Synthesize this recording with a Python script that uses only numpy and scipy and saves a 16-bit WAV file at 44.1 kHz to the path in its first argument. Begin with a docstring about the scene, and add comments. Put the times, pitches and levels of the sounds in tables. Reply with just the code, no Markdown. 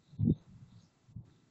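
"""A low, fluttering flame roar swells into a whoosh; a softer, duller one follows a second later.
Two burning wicks swing on chains in a quiet alley at night; fast sweeps tear the flame into flaps.
A faint sizzle comes and goes, with soft rushes of air and two small taps near the end.
Behind it, night air hums and hisses with a faint whine; its treble dips during each whoosh."""
import sys
import numpy as np
from scipy import signal
from scipy.fft import rfft, irfft
from scipy.io import wavfile
from scipy.ndimage import uniform_filter1d

SR = 44100
rng = np.random.default_rng(int(sys.argv[2]) if len(sys.argv) > 2 else 0)


def pcm_store(signal):
    """Save signal as 16-bit PCM."""
    levels = np.round(np.clip(np.atleast_2d(signal), -1, 1) * 32767)
    wavfile.write(sys.argv[1], SR, levels.astype(np.int16).T)


N = 66150
T = np.arange(N) / SR

# roar envelope (time [s], relative level [dB])
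ROAR_ENVELOPE = [(0, -61.5), (.044, -77.5), (.10, -65.5), (.143, -50), (.175, -61.5), (.205, -35.5),
                 (.26, -43.5), (.31, -27.5), (.338, -43), (.388, -60.5), (.458, -69.5), (.478, -54),
                 (.588, -54), (.735, -59.5), (.762, -54), (.922, -73), (1.068, -70.5), (1.092, -55),
                 (1.148, -63.5), (1.168, -48.5), (1.212, -46), (1.232, -61), (1.30, -61), (1.5, -79)]
# flaps of a passing flame (time [s], relative level [dB], torn share of power [0-1])
FLAME_FLAPS = [(0.199, -41.5, 0.3), (0.215, -30, 0.03), (0.236, -23, 0), (0.257, -28.5, 0.26),
               (.277, -24.5, 0.6), (0.301, -25, 0.79), (0.319, -36, 0.2), (1.169, -38, 0),
               (1.184, -47.5, 0)]
# slow flutter (frequency [Hz], relative density [dB])
FLUTTER_SPECTRUM = [(20, -14.5), (38, -20), (55, -26.5), (80, -10.5), (115, 5), (165, 2), (230, -14.5),
                    (320, -27.5), (480, -44), (900, -72)]
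# flame torn by a fast swing (frequency [Hz], relative density [dB])
TORN_SPECTRUM = [(20, -17), (38, -19.5), (55, -27.5), (110, -4), (230, 3.5), (330, -13), (490, -23),
                 (620, -57), (770, -30), (1100, -87)]
# soft taps (time [s], level [dB], centre [Hz], decay [s])
TAPS = [(1.237, -68, 620, 0.0035), (1.3, -65.5, 1320, 0.001)]
# sizzle (time [s], time sigma [s], level [dB], centre [Hz], band sigma [oct])
SIZZLE_SWELLS = [(0.109, 0.06, -76.5, 3870, 0.12), (.21, 0.014, -73, 3650, .15),
                 (0.221, 0.0076, -75.5, 1740, .45), (0.33, .028, -70, 3666, 0.023),
                 (0.388, 0.043, -75, 3740, .11), (0.397, 0.024, -81, 6340, .04),
                 (0.715, 0.03, -78, 3720, 0.15), (0.793, 0.03, -73, 4070, 0.22),
                 (0.824, 0.019, -76.5, 6550, 0.05), (0.854, 0.028, -76, 5200, 0.18),
                 (1.341, 0.055, -81, 3790, 0.13)]
# moving air (time [s], time sigma, sign ignored [s], level [dB], centre [Hz], band sigma [oct])
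RUSH_SWELLS = [(0.144, 0.03, -77, 380, 0.69), (0.215, 0.015, -63, 990, 1),
               (0.368, 0.06, -67.5, 310.5, 0.86), (0.433, -0.04, -75.5, 900, 0.75),
               (0.715, 0.2, -79, 620, 1), (1.25, 0.054, -77, 670, 1), (1.309, 0.13, -72, 299, 0.33)]
# night air (frequency [Hz], relative density [dB])
AIR_SPECTRUM = [(20, -12), (60, -11), (160, 1.5), (320, 0), (550, -11.5), (850, -10.5), (1400, -14.5),
                (2900, -19.5), (4000, -17), (5200, -20), (7300, -18.5)]
# steady whine (frequency [Hz], level [dB])
WHINE_TONES = [(1334, -91.5), (2000, -94.5), (2667, -96)]
# background treble dips (start [s], end [s], corner [Hz], gain [dB])
TREBLE_DIPS = [(0.174, 0.346, 1007, -25.5), (0.197, 0.408, 4640, -20), (1.131, 1.248, 1100, -16.5)]


def flames(flicker_db=3.38, flutter_gain_db=-2, torn_gain_db=2):
    """Dull turbulent roar; fast sweeps tear the flame into brighter flaps."""
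    roar_db = uniform_filter1d(np.interp(T, *np.transpose(ROAR_ENVELOPE)), size=200)
    roar_db += flicker_db * wobble(scale_s=0.012)
    dull_power, torn_power = amp(roar_db) ** 2, np.zeros(N)
    flap_half_s = 0.0064
    for time_s, level_db, torn_share in FLAME_FLAPS:
        power = amp(level_db) ** 2 * np.exp(-((T - time_s) / flap_half_s) ** 2)
        dull_power += power * (1 - torn_share)
        torn_power += power * torn_share
    flutter = lowpass(np.sqrt(dull_power) * eddies(FLUTTER_SPECTRUM), corner_hz=295)
    torn = lowpass(np.sqrt(torn_power) * eddies(TORN_SPECTRUM), corner_hz=940)
    return amp(flutter_gain_db) * flutter + amp(torn_gain_db) * torn


def eddies(spectrum, eddy_s=0.011):
    """Turbulence: pressure swings of similar strength and uneven length."""
    pressure = shaped_noise(spectrum + [(2500, -99.5)])
    window = signal.windows.hann(2 * int(eddy_s * SR) + 1)
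    local_power = signal.fftconvolve(pressure ** 2, window / window.sum(), "same")
    return unit_rms(pressure / np.sqrt(abs(local_power) + 1e-20))


def taps(rise_s=0.00093):
    """Small noise bursts: Gaussian rise, exponential decay."""
    out = np.zeros(N)
    for time_s, level_db, centre_hz, decay_s in TAPS:
        age_s = T - time_s
        envelope = np.exp(np.where(age_s < 0, -(age_s / rise_s) ** 2, -age_s / decay_s))
        out += amp(level_db) * noise_band(centre_hz, sigma_oct=0.5) * envelope
    return out


def sizzle():
    """Thin, grainy hiss that comes and goes as the wicks go round."""
    grain = unit_rms(amp(2.5 * wobble(scale_s=0.0044)))
    return grain * sum(swell(*row) for row in SIZZLE_SWELLS)


def air_rushes():
    """Broad, faint swells of air around the swings."""
    return sum(swell(*row) for row in RUSH_SWELLS)


def night_air(noise_db=-71.5):
    """Distant hum and hiss with a faint whine."""
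    whine = sum(amp(level_db) * np.sqrt(2) * np.sin(2 * np.pi * (hz * T + rng.random()))
                for hz, level_db in WHINE_TONES)
    return amp(noise_db) * unit_rms(shaped_noise(AIR_SPECTRUM)) + whine


def dip_treble(x, ramp_s=0.019):
    """Brief treble cuts at the listed times."""
    for start_s, end_s, corner_hz, gain_db in TREBLE_DIPS:
        low = lowpass(x, corner_hz, order=6)
        gate = np.clip(np.minimum(T - start_s, end_s - T) / ramp_s + 0.5, 0, 1)
        x = low + (x - low) * amp(gain_db * gate)
    return x


def swell(time_s, sigma_s, level_db, centre_hz, sigma_oct):
    """Noise band under a Gaussian envelope."""
    envelope = np.exp(-0.5 * ((T - time_s) / sigma_s) ** 2)
    return amp(level_db) * noise_band(centre_hz, sigma_oct) * envelope


def noise_band(centre_hz, sigma_oct):
    """Noise in a bell-shaped band, rms 1."""
    offset_oct = np.log2((np.fft.rfftfreq(N, 1 / SR) + 1) / centre_hz)
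    gain = np.exp(-0.5 * (offset_oct / sigma_oct) ** 2)
    return unit_rms(irfft(rfft(rng.standard_normal(N)) * gain, N))


def shaped_noise(spectrum):
    """White noise filtered by (frequency [Hz], gain [dB]) points."""
    points_hz, points_db = np.transpose(spectrum)
    bins_hz = np.fft.rfftfreq(2 * N, 1 / SR)
    gain_db = np.interp(np.log(bins_hz + 1), np.log(points_hz), points_db)
    return irfft(rfft(rng.standard_normal(N), 2 * N) * amp(gain_db))[:N]


def wobble(scale_s):
    """Smooth random drift, rms 1."""
    window = signal.windows.hann(2 * int(scale_s * SR) + 1)
    return unit_rms(signal.fftconvolve(rng.standard_normal(N), window, "same"))


def lowpass(x, corner_hz, order=4):
    return signal.sosfiltfilt(signal.butter(order, corner_hz, fs=SR, output="sos"), x)


def amp(db):
    return 10 ** (np.asarray(db) / 20)


def unit_rms(x):
    return x / np.sqrt(np.mean(x ** 2) + 1e-20)


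def scene():
    """Fire in front, night air behind; mono."""
    return (flames() + taps() + sizzle() + dip_treble(night_air() + air_rushes()))[None]


def record(dry):
    """Steep band limit."""
    cutoff_hz = 7850
    kernel = signal.firwin(511, cutoff_hz, window=("kaiser", 9), fs=SR)
    return signal.oaconvolve(dry, kernel[None], "same")


dry = scene()
out = record(dry)
pcm_store(out)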